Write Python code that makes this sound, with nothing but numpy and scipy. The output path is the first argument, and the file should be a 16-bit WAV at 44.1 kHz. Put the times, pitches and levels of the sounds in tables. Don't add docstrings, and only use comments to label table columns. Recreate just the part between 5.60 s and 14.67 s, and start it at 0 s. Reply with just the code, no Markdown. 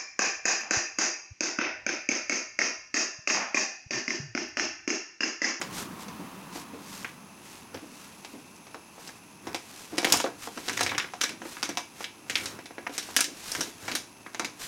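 import sys
import numpy as np
from scipy import signal
from scipy.fft import rfft, irfft, next_fast_len
from scipy.io import wavfile
from scipy.ndimage import uniform_filter1d

SR = 44100
rng = np.random.default_rng(int(sys.argv[2]) if len(sys.argv) > 2 else 0)


def wav_out(sig):
    wavfile.write(sys.argv[1], SR, np.round(np.clip(np.atleast_2d(sig).T, -1, 1) * 32767).astype(np.int16))


N = 399987

# start_s, ring_db, ring_hz, thud_db, crack_db
CREASES = [(.0144, -20.5, 1610, -24, -22.5), (.4832, -40, 1390, -37, -37), (.956, -45, 1390, -26.5, -33.5),
           (1.446, -21, 1720, -35, -44), (2.145, -25.5, 442, -37, -33.5), (2.173, -38.5, 2430, -44, -58),
           (2.648, -35, 3500, -34.5, -36), (2.9613, -44, 7200, -64, -66), (3.0685, -49, 1490, -40.5, -44),
           (3.1449, -27.5, 575, -28, -40), (3.38, -35, 637, -46, -62), (3.475, -34, 5670, -43, -33.5),
           (3.491, -37, 1276, -39, -39.5), (3.870, -29.5, 1461, -24.5, -33.5),
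           (3.946, -28.5, 3010, -22.5, -22.5), (4.3811, -18.5, 2120, -18, -15.5),
           (4.4296, -22, 614, -28.5, -28), (4.4458, -12.5, 2098, -16, -15), (4.471, -21, 2000, -19, -37),
           (4.5236, -5, 6800, -18, -8), (4.5387, -19, 961, -18, -18), (4.6012, -24.5, 1148, -24, -18),
           (4.6418, -12, 470.8, -30, -27.5), (4.874, -35, 780, -27, -38.5), (4.9748, -34.5, 2000, -26, -32),
           (5.082, -23, 2290, -24, -22.5), (5.096, -23, 1549, -40.5, -23.5), (5.132, -40, 3420, -39.5, -27),
           (5.172, -32.5, 1810, -28, -21), (5.193, -26, 1284, -31.5, -23), (5.209, -18.5, 1539, -17.5, -16),
           (5.231, -17.5, 5000, -28.5, -21.5), (5.264, -17, 2330, -28, -23.5),
           (5.294, -20.5, 2580, -38, -35), (5.3169, -19.5, 1260, -34, -43),
           (5.349, -24.5, 2240, -27, -40.5), (5.3802, -16.5, 1700, -47, -24), (5.3812, -18, 4440, -53, -27),
           (5.3997, -18.5, 2330, -40, -50), (5.4438, -27, 1710, -33, -54), (5.5364, -26, 1040, -36, -34),
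           (5.6133, -40, 2360, -28.5, -14), (5.637, -28, 920, -24, -15.5), (5.6934, -30, 2180, -46, -27),
           (5.8184, -34, 1270, -32, -40), (5.8532, -31, 1050, -28, -47), (5.969, -30.5, 1490, -38.5, -52),
           (6.0288, -22, 1700, -24, -17.5), (6.0913, -32, 1686, -22.5, -25), (6.1725, -22.5, 780, -28, -19),
           (6.406, -32, 1730, -28.5, -38), (6.4426, -22, 2920, -42, -32), (6.698, -23.5, 1690, -32, -20.5),
           (6.7553, -12, 2650, -32.5, -21.5), (6.8577, -22, 5070, -33, -23),
           (6.9892, -36.5, 1700, -32, -41), (7.0576, -35, 3400, -39, -35.5), (7.108, -41, 1900, -34, -60),
           (7.182, -33, 1800, -25.5, -49), (7.2669, -24, 1630, -26, -47), (7.295, -26.5, 421.7, -47, -41),
           (7.488, -38, 1226, -29.5, -43), (7.3797, -23.5, 5770, -30.5, -17.5),
           (7.5646, -7.5, 6815, -24, -9), (7.589, -21, 1720, -25, -42.5), (7.6068, -11, 6536, -28, -12),
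           (7.918, -19.5, 6840, -34, -29), (7.9502, -24.5, 1730, -26.5, -24),
           (8.0084, -20, 5350, -23.5, -18), (8.2805, -21, 1750, -25, -24.5), (8.316, -24, 2764, -35, -26),
           (8.352, -24.5, 6515, -30, -15), (8.663, -31, 1278, -35, -65), (8.7467, -32, 2140, -29, -31.5),
           (8.7958, -19, 953, -21, -21), (8.8467, -35.5, 1078, -30.5, -22)]
# frequency_hz, relative_db
FRICTION_SPECTRUM = [(400, 0.5), (1500, 6), (3000, 5), (6200, 5.5), (8000, 2.5), (13000, -3),
                     (16000, -14.5)]


def from_db(db):
    return 10 ** (np.asarray(db) / 20)


def rms_one(x):
    return x / np.sqrt(np.mean(x ** 2) + 1e-20)


def unit_energy(x):
    return x / np.sqrt(np.sum(x ** 2) + 1e-20)


def fade(t, t60):
    return np.exp(-np.log(1000) * t / t60)


def band(x, low_hz, high_hz, order=2):
    sos = signal.butter(order, [low_hz, min(high_hz, .45 * SR)], "band", fs=SR, output="sos")
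    return signal.sosfilt(sos, x)


def add(out, start_s, sound):
    start = int(np.clip(round(start_s * SR), 0, N - 1))
    out[start:start + len(sound)] += sound[:N - start]


def colour(x, spectrum):
    size = next_fast_len(N + SR // 10, True)
    points_hz, points_db = np.transpose(spectrum)
    gain_db = np.interp(np.log(np.fft.rfftfreq(size, 1 / SR) + 1), np.log(points_hz), points_db)
    cepstrum = irfft(np.log(from_db(gain_db)), size)
    cepstrum[1:size // 2] *= 2
    cepstrum[size // 2 + 1:] = 0
    return irfft(rfft(x, size) * np.exp(rfft(cepstrum)), size)[:N]


def noise(spectrum):
    return rms_one(colour(rng.standard_normal(N), spectrum))


def drift(per_s):
    values = rng.standard_normal(N // 20)
    return rms_one(np.interp(np.arange(N) * per_s / SR, np.arange(len(values)), values))


def smooth_power(x, spread_s):
    width = max(int(spread_s * SR), 1)
    return np.maximum(uniform_filter1d(uniform_filter1d(x ** 2, width), width), 1e-14)


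def swells(gestures):
    t, power = np.arange(N) / SR, np.zeros(N)
    for peak_s, duration_s, level_db in gestures:
        offset = 2 * np.clip(t - peak_s, -1, 1) / duration_s
        power += (from_db(level_db) * np.exp(-np.log(2) * offset ** 2) + 1e-9) ** 2
    return power


def traffic():
    road_levels = [(0, -43.5), (.6, -43), (1.2, -47.5), (1.8, -53), (3, -58), (9.07, -71)]
    road_spectrum = [(30, -23), (80, -7.5), (130, -5), (190, 9), (270, 1.5), (400, -6.5), (650, -10),
                     (1050, -1), (1500, -11.5), (3000, -16.5), (8000, -26)]
    level_db = np.interp(np.arange(N) / SR, *np.transpose(road_levels))
    return from_db(level_db) * noise(road_spectrum)


def yard_air(level_db):
    air_spectrum = [(25, -34), (60, -0.5), (100, 8.5), (280, 14), (500, 3.5), (950, 10), (1800, -6),
                    (2450, 4.5), (2660, 10.5), (2900, -4), (4000, -11.5), (5900, -3), (6300, 3.5),
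                    (6800, -11), (9400, -16), (10700, 5), (12200, -22), (16000, -17)]
    return from_db(level_db) * noise(air_spectrum)


def scatter(t, t60):
    lumps_db = 3.5 * np.repeat(rng.standard_normal(len(t) // 64 + 1), 64)[:len(t)] - 1.5
    early = 1.5 * from_db(lumps_db) * fade(t, .07)
    return (fade(t, t60) + early) * np.clip(t / .0032, 0, 1)


def burst(low_hz, high_hz, reflection_db, lag_s, jolt_t60, tail_db, tail_t60):
    t = np.arange(SR // 4) / SR
    envelopes = [fade(t, jolt_t60), fade(t, jolt_t60), scatter(t, tail_t60)]
    noises = band(rng.standard_normal((3, len(t))) * envelopes, low_hz, high_hz)
    direct, blur, tail = map(unit_energy, noises)
    tail = signal.lfilter(*signal.butter(1, 10530, fs=SR), tail)
    reflection = from_db(reflection_db) * np.roll(unit_energy(direct + 1.05 * blur), round(lag_s * SR))
    close = unit_energy(direct + reflection)
    return (close + from_db(tail_db) * tail) * np.sqrt(SR / 1000)


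def snap(ring_db, ring_hz, thud_db, crack_db, reflection_db):
    lag_s = rng.normal(.0036, .00025)
    ring_t60 = 10 / (ring_hz + 1100)
    ring = burst(ring_hz / 1.45, ring_hz * 1.45, reflection_db, lag_s,
                 jolt_t60=ring_t60, tail_db=-2.5, tail_t60=.29)
    thud = burst(266, 877, reflection_db, lag_s, jolt_t60=.0047, tail_db=-4.5, tail_t60=.26)
    bright, sharp = (ring_hz / 2000) ** .15, from_db(.084 * (crack_db + 19))
    top_hz = max(8700 * bright * sharp, 4000)
    crack = burst(1450 * bright, top_hz, reflection_db, lag_s, jolt_t60=.0045, tail_db=1, tail_t60=.29)
    flip = from_db(ring_db) * ring + from_db(thud_db) * thud + from_db(crack_db) * crack
    delays_s = rng.uniform(.00018, .0009, 2)
    rebounds = sum(rng.choice([-1, 1]) * np.roll(flip, round(s * SR)) for s in delays_s)
    return flip + .17 * rebounds


def snaps(reflection_db):
    out = np.zeros(N)
    for start_s, *crease in CREASES:
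        add(out, start_s, snap(*crease, rng.normal(reflection_db, 2)))
    return out


def ticks(per_s):
    clicks = rng.standard_normal(N) * (rng.random(N) < per_s / SR)
    return rms_one(colour(clicks, FRICTION_SPECTRUM))


def crinkles(creases):
    strain = np.sqrt(smooth_power(band(creases, 1600, 6400), spread_s=.033))
    return from_db(-14.5) * strain * ticks(per_s=140)


def film_and_box(creases):
    film_spectrum = [(35, -38), (100, -20), (160, -2.5), (300, -3.5), (400, -5), (600, -4.5), (750, 0),
                     (1100, 0), (2250, -0.17), (4000, -3), (6000, 1.5), (7700, -4.5), (10000, -5),
                     (16000, -4)]
    resonances = [(294, -41, 0.33), (291.7, -0.5, 0.57), (354, 12.5, 0.11), (473.3, 8.5, 0.17),
                  (547, 14.5, 0.056), (727, 8, 0.14), (789, 3, 0.12), (993, 8, 0.15), (1113, -2.5, 0.12),
                  (1675, 4, 0.23), (2118, -31, 0.18), (2310, 8, 0.24), (4070, 22, 0.029), (5690, 15, 0.013),
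                  (6300, -5, 0.012), (6200, 5, 0.012), (7100, 17, 0.026)]
    film = colour(creases, film_spectrum)
    t = np.arange(SR // 2) / SR
    modes = sum(from_db(db) * np.sin(2 * np.pi * hz * t) * fade(t, t60) for hz, db, t60 in resonances)
    return film + from_db(-14.5) * signal.fftconvolve(film, unit_energy(modes))[:N]


def aftersnaps(count, reflection_db):
    out = np.zeros(N)
    odds = np.cumsum([from_db(.6 * max(ring_db, crack_db)) for _, ring_db, _, _, crack_db in CREASES])
    for trigger in np.searchsorted(odds / odds[-1], (np.arange(count) + rng.random(count)) / count):
        start_s, ring_db, ring_hz, thud_db, crack_db = CREASES[trigger]
        loss_db = rng.normal(13.5, 2)
        pitch_hz = min(ring_hz * 2 ** rng.normal(0, .5), SR / 6)
        delay_s = rng.uniform(.01, .05)
        softer = snap(ring_db - loss_db, pitch_hz, thud_db - loss_db, crack_db - loss_db, reflection_db)
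        add(out, start_s + delay_s, softer)
    return out


def strokes():
    sweeps = [(.19, .097, -37), (.42, 0.054, -46), (.98, 0.093, -44), (1.356, 0.21, -46), (1.92, 0.17, -50),
              (2.42, .27, -52.5), (2.72, 0.22, -57), (3.451, .17, -52), (4.191, .3, -48.5),
              (4.528, .1, -35), (4.842, .068, -41.5), (5.13, .36, -45), (5.929, .15, -45),
              (6.409, .09, -47), (6.818, .16, -42), (7.35, 0.046, -43), (7.504, .17, -47),
              (7.939, .26, -40), (8.285, .15, -45.5), (9.039, .073, -39)]
    resting_db = -60 + .5 * drift(per_s=5)
    power = swells(sweeps) + from_db(resting_db) ** 2
    hiss = from_db(1.7 * drift(per_s=240)) * noise(FRICTION_SPECTRUM)
    return np.sqrt(power) * (hiss + from_db(-8) * ticks(per_s=220))


def box_rumble(creases, rub):
    leans = [(.2, 0.36, -48.5), (2.16, 0.054, -45), (3.9, 0.084, -44), (4.54, 0.1, -37),
             (5.27, 0.27, -41.5), (6.85, 0.29, -45), (7.98, .08, -48), (8.32, 0.15, -46)]
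    rumble_spectrum = [(30, -38), (55, -25), (100, -2.5), (140, -7.5), (200, -9.5), (300, -1.5),
                       (400, -5.5), (700, -15.5), (1500, -12), (4000, -33)]
    work = smooth_power(band(creases, 200, 1100) + from_db(1.5) * rub, spread_s=.093)
    work_db = 10 * np.log10(work / work.mean())
    power = from_db(-55.5 + .46 * work_db) ** 2 + swells(leans)
    return np.sqrt(power) * from_db(1.04 * drift(per_s=25)) * noise(rumble_spectrum)


def flaps(pitch_hz, rise_s, t60):
    pushes = [(0.588, -43.5), (1.13, -43.5), (2.217, -46), (2.729, -46), (4.32, -38.5), (4.96, -44),
              (5.07, -43), (5.687, -44), (5.808, -47.5), (6.082, -45.5), (7.674, -47), (7.975, -40),
              (8.058, -46), (8.31, -41.5), (8.82, -44.5)]
    out, t = np.zeros(N), np.arange(SR // 3) / SR
    for start_s, level_db in pushes:
        push = band(rng.standard_normal(len(t)), pitch_hz / 1.15, pitch_hz * 1.15, order=1)
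        boom = unit_energy(push * np.minimum(t / rise_s, 1) * fade(t, t60))
        add(out, start_s, from_db(level_db) * boom * np.sqrt(SR * .067))
    return out


def scene():
    creases, rub = snaps(reflection_db=-2), strokes()
    film = film_and_box(creases + aftersnaps(count=22, reflection_db=-2) + crinkles(creases))
    booms = flaps(pitch_hz=280, rise_s=.013, t60=.37)
    return (film + booms + rub + box_rumble(creases, rub) + traffic() + yard_air(level_db=-53.5))[None]


def record(dry):
    ceiling, cutoff_hz = .75, 16100
    rounded = dry / (1 + (dry / ceiling) ** 4) ** .25
    return signal.sosfilt(signal.ellip(10, .1, 80, cutoff_hz, fs=SR, output="sos"), rounded)


dry = scene()
out = record(dry)
wav_out(out)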